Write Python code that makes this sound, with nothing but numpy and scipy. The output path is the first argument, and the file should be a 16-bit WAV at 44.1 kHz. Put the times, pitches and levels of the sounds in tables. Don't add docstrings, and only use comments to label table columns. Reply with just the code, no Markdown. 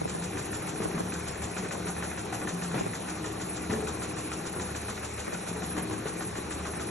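import sys
import numpy as np
from scipy import signal
from scipy.fft import rfft, irfft, next_fast_len
from scipy.io import wavfile
from scipy.ndimage import uniform_filter1d, map_coordinates

SR = 44100
rng = np.random.default_rng(int(sys.argv[2]) if len(sys.argv) > 2 else 0)


def unload_wav(signal):
    wavfile.write(
        sys.argv[1],
        SR,
        np.round(np.clip(np.atleast_2d(signal).T, -1, 1) * 32767).astype(np.int16),
    )


N = 304683


# time_s, level_db
STRAP_LEVEL = [(0.0, -36.5), (0.6, -35.5), (1.0, -40.5), (1.2, -36), (1.6, -36), (2.2, -39), (2.5, -34.5),
               (2.7, -38), (3.4, -37.5), (3.7, -36.5), (3.9, -36.5), (5.2, -36.5), (5.9, -39.5),
               (6.9, -37.5)]
# frequency_hz, level_db
SCRAPE_SPECTRUM = [(300, 1), (800, 3.5), (2500, -9.5), (3200, -4), (4500, -5), (5500, -5), (6100, 0.5),
                   (6600, -1.5), (7300, 6), (8100, -4.5), (9500, -25.5), (10600, 4), (11800, -49)]
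def strap_scrape():
    angle = wheel_angle()
    scrape_db, = curves(STRAP_LEVEL)
    high_spot = rim_pressure(angle, centre_turns=0, width_turns=0.086)
    soft_spot = amp(-9.5) * rim_pressure(angle, centre_turns=0.4, width_turns=0.17)
    grit = unit(amp(0.49 * wobble(980)))
    friction = flickering_noise(depth_db=1.0) * grit * (high_spot + soft_spot)
    return coloured(friction * amp(scrape_db), SCRAPE_SPECTRUM)


def rim_pressure(angle, centre_turns, width_turns):
    return np.exp(-np.abs((angle - centre_turns + .5) % 1 - .5) / width_turns)


# time_s, turns_per_s
WHEEL_SPEED = [(0.0, 6.613), (1.67, 6.801), (1.95, 6.228), (2.34, 6.945), (2.62, 6.492), (3.97, 6.375),
               (4.26, 7.062), (5.44, 6.781), (6.9, 6.773)]
def wheel_angle(start_turns=-.624, turns_per_push=3.08, surge_turns=0.0261):
    speed, = curves(WHEEL_SPEED)
    angle = start_turns + np.cumsum(speed) / SR
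    leg_force = -np.cos(2 * np.pi * angle / turns_per_push)
    return angle + surge_turns * leg_force


# after_scrape_turns, offset_db
TICK_PATTERN = [(-.143, 1), (.035, -6), (.455, -5), (.57, -8.5)]
# time_s, level_db
TICK_FORCE = [(0, -41.5), (.6, -34.5), (1.5, -35.5), (2.2, -34.5), (3.1, -37.5), (3.5, -38), (3.9, -35.5),
              (4.2, -36.5), (4.6, -36.5), (5.1, -37), (5.8, -36.5), (6.3, -37.5), (6.9, -34.5)]
# frequency_hz, level_db
CONTACT_SPECTRUM = [(150, -18), (450, -0.5), (900, -3.5), (1450, 2.5), (1850, -8), (2200, -8.5),
                    (3200, -13), (4500, -19), (6000, -14), (9500, -54), (12000, -62)]
# pitch_hz, width_hz, level_db
GUARD_MODES = [(770, 82, -3), (1134, 130, -3.5), (1448, 103, -4), (1794, 111, -1), (1933, 133, -1),
               (2470, 114, -2.5), (3930, 180, -4.5)]
def drive_ticks(scatter_s=0.000984, scatter_db=1.3):
    angle = wheel_angle()
    after_scrape, offset_db = np.transpose(TICK_PATTERN)
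    turns = np.arange(int(angle[-1]) + 1)[:, None] + after_scrape
    times = np.interp(turns, angle, np.arange(N) / SR) + rng.normal(0, scatter_s, turns.shape)
    force_db = np.interp(times, *np.transpose(TICK_FORCE))
    levels_db = force_db + offset_db + rng.normal(0, scatter_db, turns.shape)
    times, levels_db = times.ravel(), levels_db.ravel()
    rattle = coloured(white() * blows(times, levels_db, rise_s=0.004, t60_s=0.094), CONTACT_SPECTRUM)
    ring = struck(GUARD_MODES, times, levels_db, rise_s=0.002)
    return amp(1) * rattle + shared(amp(4.5) * ring)


# start_s, level_db
GUARD_SLAPS = [(0.909, -37), (1.567, -36), (1.648, -33), (2.114, -36), (2.325, -34), (2.62, -33),
               (2.715, -35), (3.085, -34.5), (3.243, -30.5), (3.637, -35), (3.701, -32), (3.804, -36),
               (4.976, -34), (5.345, -34), (5.764, -32.5), (6.206, -31.5)]
def guard_clacks(rebound_s=0.002705, rebound_db=-5):
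    start_s, slap_db = np.transpose(GUARD_SLAPS)
    times = np.concatenate([start_s, start_s + rebound_s])
    levels_db = np.concatenate([slap_db, slap_db + rebound_db])
    crack = coloured(white() * blows(times, levels_db, rise_s=0.00065, t60_s=0.056), CONTACT_SPECTRUM)
    ring = struck(GUARD_MODES, times, levels_db, rise_s=0.0014)
    return amp(-5.5) * crack + shared(amp(-1) * ring)


# start_s, level_db, centre_hz, t60_s, rattle_db
LINKAGE_KNOCKS = [(.348, -30.5, 312, 0.3, -6), (0.477, -37, 365, .15, -3), (.802, -27.5, 399, 0.11, -2),
                  (.897, -29, 365, 0.11, -6), (.944, -27.5, 335, 0.083, -3), (.953, -24, 226, .2, -13),
                  (0.976, -27, 108, 0.19, -13), (1.005, -30, 178, 0.18, -15), (1.624, -34, 406, 0.16, -3),
                  (1.861, -35, 430, 0.13, -5), (2.445, -38.5, 440, .3, -6), (2.741, -26.5, 560, 0.23, 1),
                  (2.755, -28, 170, 0.18, -10), (2.782, -29, 226, 0.12, -4), (2.835, -36, 365, 0.22, -5),
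                  (3.697, -27.5, 335, 0.16, -0.5), (3.726, -27, 433, 0.16, -14),
                  (3.732, -25.5, 226, 0.2, -7), (3.758, -28, 125, 0.14, -5), (3.825, -31, 430, 0.21, -17),
                  (4.146, -36, 312, 0.13, -7), (4.585, -35, 357, 0.2, -4), (5.561, -34.5, 430, 0.15, -3),
                  (5.774, -17.5, 594, 0.071, -8.5), (5.78, -20.5, 288, 0.092, -7),
                  (5.836, -32, 108, .15, -6), (5.897, -32, 312, 0.26, -2.5),
                  (6.056, -18.5, 468, 0.048, -10), (6.385, -27.5, 332, 0.052, -2)]
# frequency_hz, level_db
KNOCK_SPECTRUM = [(40, -41), (90, -0.5), (170, 5), (300, -0.5), (430, 1), (600, -6.5), (850, -6.5),
                  (1500, -13), (3000, -19.5), (9000, -40.5)]
# pitch_hz, level_db
KNOCKED_FRAME_MODES = [(108, -7), (158, -2), (178, -12), (226, -6.5), (312, -1.5), (365, -1), (430, 2),
                       (515, -2), (780, -6)]
def pedal_knocks(reach_octaves=0.097, rise_s=0.0012):
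    t = np.arange(SR // 2) / SR
    colour = unit(amp(along(KNOCK_SPECTRUM, np.fft.rfftfreq(len(t), 1 / SR))))
    mode_hz, mode_db = np.transpose(KNOCKED_FRAME_MODES)
    tones = np.sin(2 * np.pi * mode_hz[:, None] * t)
    out = np.zeros((2, N + SR))
    for start_s, level_db, centre_hz, t60_s, rattle_db in LINKAGE_KNOCKS:
        rattle = irfft(rfft(rng.standard_normal((2, len(t)))) * colour, len(t))
        reach_db = -10 * np.log10(1 + (np.log2(mode_hz / centre_hz) / reach_octaves) ** 4)
        ring = amp(mode_db + reach_db) @ tones
        envelope = (1 - np.exp(-t / rise_s)) * amp(level_db - 60 * t / t60_s)
        out[:, round(start_s * SR):][:, :len(t)] += envelope * (amp(rattle_db) * rattle + shared(ring))
    return out[:, :N]


# time_s, level_db
CHAIN_LOAD = [(0, -44.5), (.4, -42.5), (.9, -42.5), (1.3, -45), (1.75, -41), (2.2, -44), (2.8, -42),
              (3.2, -44.5), (3.6, -43.5), (3.85, -41), (4.3, -43), (4.7, -45), (5.2, -47.5), (5.6, -43.5),
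              (5.9, -42.5), (6.3, -44.5), (6.9, -42)]
# frequency_hz, level_db
CASING_SPECTRUM = [(20, -22), (42, -30), (62, -7), (100, -6), (150, 2), (210, -1.5), (270, -1.5), (400, 1),
                   (560, -10.5), (800, -6), (1500, -36), (4000, -68)]
def chain_rumble():
    load_db, = curves(CHAIN_LOAD)
    jolts = unit(amp(1.5 * wobble(130)))
    return amp(load_db + 3.0) * coloured(white() * jolts, CASING_SPECTRUM)


# pitch_hz, width_hz, level_db
WEAK_FRAME_MODES = [(54.4, 4.6, -6.5), (107, 5.8, 1.5), (125, 6.8, -4), (206.5, 23, -4), (427, 21, -6),
                    (499.5, 4.3, -1), (740, 6.4, -7.5)]
# pitch_hz, width_hz, sag_hz_per_db, shudder_db
STRONG_FRAME_MODES = [(75.2, 3, 0, 2.5), (178.7, 10, .5, 3), (314.1, 2.7, 0, 2.5)]
# time_s, level_db
LOW_SWELL = [(0.0, -47), (0.8, -52.5), (1.37, -40.5), (1.68, -55), (2.04, -40.5), (2.62, -64),
             (3.07, -48.5), (3.51, -49.5), (3.78, -39), (4.44, -54), (4.71, -40), (4.98, -49.5),
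             (5.21, -44.5), (5.42, -64.5), (5.56, -44.5), (6.3, -53), (6.6, -41), (6.9, -47)]
MID_SWELL = [(0.0, -38.5), (0.27, -38), (0.5, -55.5), (1.0, -38), (1.45, -48), (1.63, -35.5), (1.74, -51),
             (1.83, -38), (2.07, -37), (2.22, -49.5), (2.4, -46), (2.52, -35.5), (2.87, -37), (3.0, -47),
             (3.12, -42.5), (3.73, -43), (4.35, -52.5), (4.58, -40.5), (4.85, -56), (5.2, -57), (5.36, -42),
             (5.82, -40.5), (6.03, -56), (6.17, -40), (6.4, -48.5), (6.75, -43.5), (6.9, -53.5)]
HIGH_SWELL = [(0.0, -54), (0.23, -44), (1.02, -44.5), (1.32, -55), (2.4, -41.5), (2.49, -54), (3.32, -43.5),
              (4.5, -42.5), (4.6, -52), (5.66, -63), (5.76, -39), (6.73, -49.5), (6.9, -41)]
def frame_drone():
    bed = amp(-45.5) * ringing(WEAK_FRAME_MODES)
    drone = np.zeros(N)
    swells = (LOW_SWELL, MID_SWELL, HIGH_SWELL)
    for (pitch_hz, width_hz, sag_hz_per_db, shudder_db), swell in zip(STRONG_FRAME_MODES, swells):
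        level_db, = curves(swell)
        sagged_hz = pitch_hz - sag_hz_per_db * (level_db - level_db.mean())
        wander = 1.37 * wobble(width_hz * 1.5)
        phase = 2 * np.pi * np.cumsum(sagged_hz) / SR + wander
        shudder = unit(amp(shudder_db * wobble(35)))
        drone += amp(level_db + 1.05) * shudder * np.sin(phase)
    return bed + shared(drone)


# frequency_hz, level_db
SIZZLE_SPECTRUM = [(5500, -36), (7400, -11), (8000, -4.5), (8700, -1.5), (9900, 0), (10600, -2.5),
                   (11100, -8), (11700, -18)]
def chain_sizzle():
    flutter = unit(amp(2.5 * wobble(70) + 0.31 * wobble(700)))
    return amp(-43.5) * coloured(flickering_noise(depth_db=5) * flutter, SIZZLE_SPECTRUM)


# frequency_hz, level_db
RUSH_SPECTRUM = [(200, -27), (500, 2), (800, -6), (1000, 0.5), (1400, -2), (1800, -5.5), (2500, -3.5),
                 (3100, -12.5), (4200, -9), (4900, -17), (5500, -10.5), (7200, -12.5), (9500, -56),
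                 (11800, -56)]
def wheel_whir():
    sway_db = 0.51 * np.cos(2 * np.pi * (wheel_angle() - .8))
    rush = coloured(flickering_noise(depth_db=2.2), RUSH_SPECTRUM)
    return amp(sway_db) * (amp(-44.0) * rush + amp(-56.5) * ringing(GUARD_MODES))


# start_s, level_db
CLOSE_POPS = [(.016, -17), (.055, -17.5), (.149, -21), (.856, -17), (1.005, -17), (2.81, -16), (2.864, -19),
              (5.279, -23), (5.331, -22)]
def close_pops(start_hz=1400, first_octave_s=.0016, rise_s=0.00063, t60_s=.035):
    t = np.arange(SR // 20) / SR
    phase = 2 * np.pi * np.cumsum(start_hz / (1 + t / first_octave_s)) / SR
    pop = np.sin(phase) * (1 - np.exp(-t / rise_s)) * amp(-60 * t / t60_s)
    out = np.zeros(N + SR)
    for start_s, level_db in CLOSE_POPS:
        out[round(start_s * SR):][:len(t)] += amp(level_db) * pop
    return np.array([out[:N], -out[:N]])


# frequency_hz, t60_s
GYM_DECAY = [(150, 0.56), (1500, 0.22), (10000, 0.24)]
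def gym_reverb(x):
    wet = np.zeros((2, N + SR))
    block, predelay = SR // 3, SR // 150
    for start in range(0, N, block):
        hz, t, noise = signal.stft(rng.standard_normal((2, SR // 3)), SR, nperseg=256)
        decay = amp(-60 * t / along(GYM_DECAY, hz)[:, None])
        tail = signal.istft(noise * decay, SR, nperseg=256)[1]
        tail = np.pad(tail, ((0, 0), (predelay, 0)))
        echo = signal.fftconvolve(x[:, start:start + block], tail / np.linalg.norm(tail[0]), axes=1)
        wet[:, start:start + echo.shape[1]] += echo
    return wet[:, :N]


def blows(times, levels_db, rise_s, t60_s):
    t = np.arange(SR // 3) / SR
    shape = (1 - np.exp(-t / rise_s)) * amp(-60 * t / t60_s)
    onsets = np.clip(np.round(times * SR), 0, N).astype(int)
    power = np.bincount(onsets, amp(levels_db) ** 2, N + 1)
    return np.sqrt(np.abs(signal.fftconvolve(power, shape ** 2)[:N]))


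def struck(modes, times, levels_db, rise_s):
    t = np.arange(SR // 25) / SR
    pitch_hz, width_hz, mode_db = np.transpose(modes)
    envelopes = np.exp(-np.pi * width_hz[:, None] * t) * (1 - np.exp(-t / rise_s))
    tones = np.sin(2 * np.pi * pitch_hz[:, None] * t) * envelopes
    scatter_db = rng.normal(0, 3.6, (len(times), len(modes)))
    strikes = amp(levels_db[:, None] + mode_db + scatter_db) @ tones
    samples = np.round(times * SR).astype(int)[:, None] + np.arange(len(t))
    return np.bincount(np.clip(samples, 0, N).ravel(), strikes.ravel(), N + 1)[:N]


def ringing(modes):
    def response(hz):
        peaks = sum((-1) ** k * amp(db) * 1j * hz * width / (pitch ** 2 - hz ** 2 + 1j * hz * width)
                    for k, (pitch, width, db) in enumerate(modes))
        return peaks * np.abs(peaks) ** .5
    return unit(filtered(white(), response))


def flickering_noise(depth_db):
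    spectra = signal.stft(white(), nperseg=512)[2]
    patches = uniform_filter1d(rng.standard_normal(spectra.shape[1:]), size=9, axis=0)
    patches = uniform_filter1d(patches, size=7, axis=1)
    gain = amp(depth_db * np.clip(unit(patches), -2, 2))
    return unit(signal.istft(spectra * gain, nperseg=512)[1][:, :N])


def white():
    return rng.standard_normal((2, N))


def shared(x):
    return np.array([x, np.zeros_like(x)])


def wobble(rate):
    return map_coordinates(rng.standard_normal(int(N * rate / SR) + 4), [np.arange(N) * rate / SR])


def coloured(x, spectrum):
    return filtered(x, lambda hz: unit(amp(along(spectrum, hz))))


def filtered(x, response):
    size = next_fast_len(N + SR // 2)
    return irfft(rfft(x, size) * response(np.fft.rfftfreq(size, 1 / SR)), size)[..., :N]


def along(rows, hz):
    row_hz, *columns = np.transpose(rows)
    return np.squeeze([np.interp(np.log(hz + 1), np.log(row_hz + 1), c) for c in columns])


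def curves(rows):
    time_s, *columns = np.transpose(rows)
    return [np.interp(np.arange(N) / SR, time_s, c) for c in columns]


def amp(db):
    return 10 ** (np.asarray(db) / 20)


def unit(x):
    return x / np.sqrt(np.mean(x ** 2) + 1e-20)


def scene():
    contacts = strap_scrape() + drive_ticks() + guard_clacks() + pedal_knocks()
    room = amp(-6.0) * gym_reverb(contacts)
    return contacts + room + wheel_whir() + chain_sizzle() + chain_rumble() + frame_drone()


# frequency_hz, coherence, left_lead_rad, left_over_right_db
MICROPHONE_PAIR = [(100, .99, 0, 0), (300, .82, .05, 2), (600, .4, .6, 4), (900, .22, .3, 4.2),
                   (1300, .5, -.1, 2.5), (1800, .97, 0, 0), (2700, .38, .8, 0), (4200, .36, 1.5, 0),
                   (4850, .98, 3.1, 0), (5170, .45, 4.4, 0), (5450, .98, 6.25, 0), (6400, .99, 6.3, 0),
                   (7000, .72, 7.2, 0), (7700, .75, 8.8, 0), (8400, .999, 9.42, 0), (9550, .999, 9.42, 0),
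                   (10500, .65, 10.2, 0), (11000, .45, 11.3, 0), (11300, .95, 12.5, 0)]
def record(dry, top_hz=11700):
    def pickup(hz):
        coherence, lead_rad, tilt_db = along(MICROPHONE_PAIR, hz)
        blend = np.arccos(np.clip(coherence, 0, 1)) / 2
        common, apart = np.cos(blend), np.sin(blend)
        left = amp(tilt_db / 2) * np.exp(.5j * lead_rad)
        return np.array([[common * left, apart * left], [common / left, -apart / left]])
    stereo = filtered(dry, pickup).sum(axis=1)
    return filtered(stereo + close_pops(), lambda hz: hz < top_hz)


dry = scene()
out = record(dry)
unload_wav(out)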